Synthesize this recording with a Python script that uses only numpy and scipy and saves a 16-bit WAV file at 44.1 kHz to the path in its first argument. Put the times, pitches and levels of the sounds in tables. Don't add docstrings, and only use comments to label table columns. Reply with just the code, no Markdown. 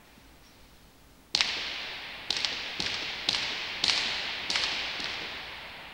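import sys
import numpy as np
from scipy import signal
from scipy.fft import rfft, irfft, next_fast_len
from scipy.io import wavfile

SR = 44100
rng = np.random.default_rng(int(sys.argv[2]) if len(sys.argv) > 2 else 0)


def store_pcm(level_fs):
    pcm = np.round(np.clip(level_fs, -1, 1) * 32767).astype(np.int16)
    wavfile.write(sys.argv[1], SR, np.atleast_2d(pcm).T)


N = 261513
TIME = np.arange(N) / SR
CUTOFF_HZ = 16000

# start in seconds, force in dB, crack in dB, second snap in dB,
# crack pitch in Hz, bright splash in dB, thump in dB.
BOUNCES = [(1.35, 0, -2, -34, 4190, -38.5, -33), (2.306, -1.56, -6.5, -11, 3900, -42.5, -34.5),
           (2.8030, -2.2, -10, -16, 3980, -44, -26.5), (3.2890, -.5, -5, -7, 3790, -38.5, -29.5),
           (3.840, 2, -5, -6.5, 3970, -28, -31), (4.5023, 1, -11, -10.5, 4420, -33.5, -32.5),
           (5.002, -8.5, -20, -19.5, 4200, -54, -33)]
# side wall in seconds, stands in seconds.
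ECHO_DELAYS = [(.0255, .0575), (.0217, .0607), (.0207, .0588), (.0204, .058), (.021, .0569), (.011, .0547),
               (.02, .0546)]
# frequency in Hz, level in dB.
SLAP_COLOUR = [(100, -23), (800, -6.5), (2000, -26), (3000, -3.5), (4300, 7), (5500, -1.5), (7000, -22),
               (8500, -23), (11000, -35), (15000, -86)]


def cracks(lead_s=0.0019, lead_db=-13, snap_s=0.0028, grit_db=-23, grit_t60_s=0.044, nominal_hz=4200,
           smear_s=0.00006, ring_db=-15, ring_t60_s=0.023, ring_rise_s=0.00078):
    # frequency in Hz, level in dB.
    crack_colour = [(100, -35), (400, -11.5), (850, -11), (1300, -12), (2000, -11), (3000, -2), (4200, 7),
                    (5500, -1), (7000, -13), (8500, -19.5), (11000, -28), (15000, -48)]
    out, t = np.zeros(N), TIME[:SR // 10]
    for start_s, _, crack_db, snap_db, pitch_hz, *_ in BOUNCES:
        colour = [(hz * pitch_hz / nominal_hz, db) for hz, db in crack_colour]
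        pulse = click(colour, smear_s)
        ring = np.sin(2 * np.pi * pitch_hz * t) * fade(t, ring_t60_s) * rise(t, ring_rise_s)
        add(out, start_s - lead_s, from_db(crack_db + lead_db) * pulse)
        add(out, start_s, from_db(crack_db) * pulse)
        add(out, start_s + snap_s, from_db(snap_db) * pulse)
        add(out, start_s, from_db(crack_db + ring_db) * ring)
        add(out, start_s, from_db(crack_db + grit_db) * scatter(colour, grit_t60_s))
    return out


def floor_thumps(lead_s=0.00773, rise_s=0.0044, boom_db=-15, boom_t60_s=1.0, boom_rise_s=0.0014,
                 far_s=0.21, far_db=-41, far_t60_s=0.18):
    # frequency in Hz, level in dB, T60 in seconds.
    floor_modes = [(112, -32, 0.31), (191, -1.5, 0.068), (293, 3.5, 0.05), (353, 3.5, 0.038)]
    # frequency in Hz, level in dB.
    boom_colour = [(35, -5.5), (75, 2), (170, -1.5), (380, -3), (700, -5), (3000, -64)]
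    far_colour = [(60, -18), (200, 7.5), (330, 10), (500, 8), (900, -19), (1600, -25), (5000, -57)]
    out, t = np.zeros(N), TIME[:SR]
    body = sum(from_db(db) * np.sin(2 * np.pi * hz * t) * fade(t, t60_s) for hz, db, t60_s in floor_modes)
    for start_s, *_, thump_db in BOUNCES:
        add(out, start_s - lead_s, from_db(thump_db) * body * rise(t, rise_s))
        add(out, start_s, from_db(thump_db + boom_db) * scatter(boom_colour, boom_t60_s, boom_rise_s))
        add(out, start_s + far_s, from_db(far_db) * scatter(far_colour, far_t60_s, rise_s))
    return out


def ball_knocks(knock_hz=840, knock_db=-27, t60_s=0.04, rise_s=0.00097):
    out, t = np.zeros(N), TIME[:SR // 5]
    note = np.sin(2 * np.pi * knock_hz * t) * fade(t, t60_s) * rise(t, rise_s)
    for start_s, _, crack_db, *_ in BOUNCES:
        add(out, start_s, from_db(crack_db + knock_db) * note)
    return out


def wall_slaps(end_s=0.0412, corner_extra_s=0.0383, corner_db=-21.5, scatter_db=-18, scatter_t60_s=0.029,
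               smear_s=0.000092, side_db_per_oct=3, end_db_per_oct=-3):
    # side wall in dB, end wall in dB.
    wall_peaks = [(-12, -16), (-17, -29), (-13.5, -26), (-15.5, -11), (-29, -8), (-14, -23), (-30, -15.5)]
    out = np.zeros(N)
    for bounce, (side_s, stands_s), (side_db, end_db) in zip(BOUNCES, ECHO_DELAYS, wall_peaks):
        start_s, force_db, *_ = bounce
        paths = [(side_s, side_db, lifted(SLAP_COLOUR, side_db_per_oct)),
                 (end_s, end_db, lifted(SLAP_COLOUR, end_db_per_oct)),
                 (stands_s + corner_extra_s, force_db + corner_db, SLAP_COLOUR)]
        for delay_s, peak_db, colour in paths:
            add(out, start_s + delay_s, from_db(peak_db) * click(colour, smear_s))
            add(out, start_s + delay_s, from_db(peak_db + scatter_db) * scatter(colour, scatter_t60_s))
    return out


def stray_slaps(first_s=0.03, last_s=0.14, base_db=-22.5, spread_db=3, loss_db_per_s=15,
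                lift_db_per_oct=9, smear_s=0.0001, count=10):
    out, pulse = np.zeros(N), click(lifted(SLAP_COLOUR, lift_db_per_oct), smear_s)
    for start_s, force_db, *_ in BOUNCES:
        for _ in range(count):
            delay_s = rng.uniform(first_s, last_s)
            peak_db = base_db + force_db + rng.uniform(-2 * spread_db, 0) - loss_db_per_s * delay_s
            add(out, start_s + delay_s, from_db(peak_db) * pulse)
    return out


def flutter(round_trip_s=0.0803, trip_loss_db=27, scatter_db=-22, scatter_tracking=0.3,
            scatter_t60_s=0.057, smear_s=0.000063, chirp_loss_db=11, chirp_ratio=0.8,
            wall_mix_per_trip=0.24, trips=3):
    # first return in dB, second return in dB,
    # chirp in dB, chirp end in Hz, glide time constant in seconds.
    stand_returns = [(-1, -40, -9, 1800, .0046), (-10, -5.5, -34, 2300, 0.0042),
                     (-18, -19, -15, 1400, 0.00294), (-11, -23, -6.5, 1900, 0.00115),
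                     (-5, -13, -2, 2400, 0.0008), (-7.5, -10.5, -7.5, 1270, 0.0015),
                     (-45, -49, -11.5, 1100, 0.00158)]
    # frequency in Hz, level in dB.
    echo_colour = [(100, -22), (500, -17.5), (900, 1.5), (1300, -3), (2000, 2), (4500, 7), (5600, 4.5),
                   (6600, -12), (8200, -8.5), (10500, -53), (15000, -44)]
    out = np.zeros(N)
    for (start_s, *_), (_, stands_s), returns in zip(BOUNCES, ECHO_DELAYS, stand_returns):
        first_db, second_db, chirp_db, end_hz, glide_s = returns
        for trip in range(trips):
            travel_s = stands_s + trip * round_trip_s
            arrival_s = start_s + travel_s
            peak_db = second_db - trip_loss_db * (trip - 1) if trip else first_db
            wall_mix = wall_mix_per_trip * trip
            colour = [(hz, (1 - wall_mix) * db + wall_mix * at_hz(SLAP_COLOUR, hz))
                      for hz, db in echo_colour]
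            colour = through_air(colour, travel_s)
            chirp = stands_chirp(end_hz * chirp_ratio ** trip, glide_s)
            swarm = scatter(colour, scatter_t60_s)
            add(out, arrival_s, from_db(peak_db) * click(colour, smear_s))
            add(out, arrival_s, from_db(chirp_db - chirp_loss_db * trip) * chirp)
            add(out, arrival_s, from_db(scatter_db + scatter_tracking * peak_db) * swarm)
    return out


def stands_chirp(end_hz, glide_s, start_hz=4700, uneven_db=4.5, uneven_hz=500):
    t = TIME[:SR // 5]
    hz = end_hz + (start_hz - end_hz) * np.exp(-t / glide_s)
    envelope = fade(t, t60_s=9 * glide_s) * rise(t, glide_s)
    wobble = noise([(uneven_hz, 0), (4 * uneven_hz, -90)], len(t))
    return envelope * unit_rms(from_db(uneven_db * wobble)) * np.sin(2 * np.pi * np.cumsum(hz) / SR)


def early_splashes(rise_s=0.0067, t60_s=1.0, grain_db=7):
    # frequency in Hz, level in dB.
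    splash_colour = [(300, -22), (2500, -7), (4300, 19.5), (5600, 2), (6700, 2.5), (8300, -4.5),
                     (10500, -16.5), (12500, -30), (15000, -43)]
    out = np.zeros(N)
    for start_s, *_, splash_db, _ in BOUNCES:
        add(out, start_s, from_db(splash_db) * scatter(splash_colour, t60_s, rise_s, grain_db))
    return out


def hall_ring(ring_db=-30, build_s=0.041, early_db=-1, early_t60_s=0.24, lingering_db=-38,
              lingering_age_s=1.7, predelay_s=0.0057, bands=48):
    # frequency in Hz, level in dB.
    ring_colour = [(60, -10), (130, -15), (280, -7), (500, -7), (850, -4), (1300, -7), (2100, 4),
                   (3000, 4.5), (4300, 4), (5400, -1.5), (6700, -14), (8200, -26.5), (10500, -64.5),
                   (15000, -53)]
    # frequency in Hz, T60 in seconds.
    decay_times = [(100, 13.6), (300, 6.1), (800, 9.7), (2000, 5.13), (3200, 3.8), (4500, 2.82),
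                   (6000, 1.74), (8000, 2), (12000, 0.48)]
    size = next_fast_len(N, True)
    diffuse, hz = rfft(noise(ring_colour, size)), np.fft.rfftfreq(size, 1 / SR)
    edges_hz = np.geomspace(45, CUTOFF_HZ, bands + 1)
    out, coarse_s = np.zeros(N), TIME[::20]
    for low_hz, high_hz in zip(edges_hz, edges_hz[1:]):
        t60_s = at_hz(decay_times, np.sqrt(low_hz * high_hz))
        power = (from_db(lingering_db) * fade(coarse_s + lingering_age_s, t60_s)) ** 2
        for start_s, force_db, *_ in BOUNCES:
            age_s = np.maximum(coarse_s - start_s - predelay_s, 0)
            whole_hall = from_db(ring_db + force_db) * rise(age_s, build_s) * fade(age_s, t60_s)
            near_end = whole_hall * from_db(early_db) * fade(age_s, early_t60_s)
            power += whole_hall ** 2 + near_end ** 2
        band = irfft(diffuse * ((hz >= low_hz) & (hz < high_hz)), size)[:N]
        out += band * np.interp(TIME, coarse_s, np.sqrt(power))
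    return out


def shoes(step_s=0.18, step_hz=220, step_db=-47, step_width_s=0.0044, squeak_s=0.475, squeak_db=-61,
          squeak_width_s=0.036, scuff_t60_s=5.1, scuff_rise_s=0.0091):
    # start in seconds, level in dB.
    scuffs = [(.04, -63), (.42, -62)]
    step = np.sin(2 * np.pi * step_hz * TIME) * np.exp(-((TIME - step_s) / step_width_s) ** 2)
    squeak = noise([(4500, -50), (5400, -16), (5600, -6), (5800, -18), (7000, -50)], N)
    squeak *= np.exp(-((TIME - squeak_s) / squeak_width_s) ** 2)
    out = from_db(step_db) * step + from_db(squeak_db) * squeak
    for start_s, db in scuffs:
        rub = noise([(500, -8), (3000, -1.5), (4200, 0.5), (5800, -6), (7000, -16), (12000, -32)], N)
        add(out, start_s, from_db(db) * rub * fade(TIME, scuff_t60_s) * rise(TIME, scuff_rise_s))
    return out


def hall_drones():
    # centre in Hz, width in Hz, level in dB.
    hums = [(269, 26, -69), (884, 48, -76)]
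    out = np.zeros(N)
    for hz, width_hz, db in hums:
        colour = [(hz - 2 * width_hz, -40), (hz, 0), (hz + 2 * width_hz, -40), (2 * hz, -80)]
        out += from_db(db) * noise(colour, N)
    return out


def background(noise_db=-56.5, mains_hz=50, mains_db=-65, whine_hz=15625, whine_db=-73):
    # frequency in Hz, level in dB.
    noise_colour = [(27, 1), (37, -30), (57, 6.5), (78, -12), (100, -6), (180, -5.5), (260, -9),
                    (340, -10.5), (840, -17), (1300, -18), (2200, -20.5), (7000, -27.5), (10500, -29),
                    (15000, -30)]
    mains = from_db(mains_db) * np.sin(2 * np.pi * mains_hz * TIME)
    whine = from_db(whine_db) * np.sin(2 * np.pi * whine_hz * TIME)
    return from_db(noise_db) * noise(noise_colour, N) + mains + whine


def click(colour, smear_s=0, size=1024):
    cepstrum = irfft(np.log(from_db(at_hz(colour, np.fft.rfftfreq(size, 1 / SR)))))
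    cepstrum[size // 2:] = 0
    cepstrum[0] = 0
    pulse = irfft(np.exp(rfft(2 * cepstrum)))
    if smear_s > 0:
        strongest_hz = max(colour, key=lambda point: point[1])[0]
        radius = np.exp(-1 / (smear_s * SR))
        denominator = [1, -2 * radius * np.cos(2 * np.pi * strongest_hz / SR), radius ** 2]
        pulse = signal.lfilter(denominator[::-1], denominator, pulse)
    return pulse / np.abs(pulse).max()


def scatter(colour, t60_s, rise_s=0.000083, grain_db=0):
    t, pulse = TIME[:SR], click(colour)
    swarm = unit_rms(rng.standard_normal(SR) * from_db(grain_db * rng.standard_normal(SR)))
    swarm *= fade(t, t60_s) * rise(t, rise_s)
    return signal.fftconvolve(swarm, pulse / np.linalg.norm(pulse))


def noise(colour, size):
    padded = next_fast_len(size, True)
    gain = from_db(at_hz(colour, np.fft.rfftfreq(padded, 1 / SR)))
    return unit_rms(irfft(rfft(rng.standard_normal(padded)) * gain, padded)[:size])


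def through_air(colour, travel_s, loss_db_per_s=45, reference_hz=8000):
    return [(hz, db - loss_db_per_s * travel_s * (hz / reference_hz) ** 2) for hz, db in colour]


def lifted(colour, db_per_oct, from_hz=4500):
    return [(hz, db + db_per_oct * max(np.log2(hz / from_hz), 0)) for hz, db in colour]


def at_hz(points, hz):
    points_hz, values = np.transpose(points)
    return np.interp(np.log(np.maximum(hz, 1)), np.log(points_hz), values)


def add(track, start_s, sound):
    start = max(round(start_s * SR), 0)
    part = sound[:max(N - start, 0)]
    track[start:start + len(part)] += part


def rise(t, rise_s):
    return 1 - np.exp(-t / rise_s)


def fade(t, t60_s):
    return from_db(-60 * t / t60_s)


def from_db(db):
    return 10 ** (np.asarray(db) / 20)


def unit_rms(x):
    return x / np.sqrt(np.mean(x ** 2) + 1e-20)


def scene():
    ball = cracks() + floor_thumps() + ball_knocks()
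    echoes = wall_slaps() + stray_slaps() + flutter() + early_splashes() + hall_ring()
    mono = ball + echoes + shoes() + hall_drones() + background()
    return np.array([mono, mono])


def record(dry):
    return signal.sosfilt(signal.ellip(10, 0.1, 70, CUTOFF_HZ, fs=SR, output="sos"), dry)


dry = scene()
out = record(dry)
store_pcm(out)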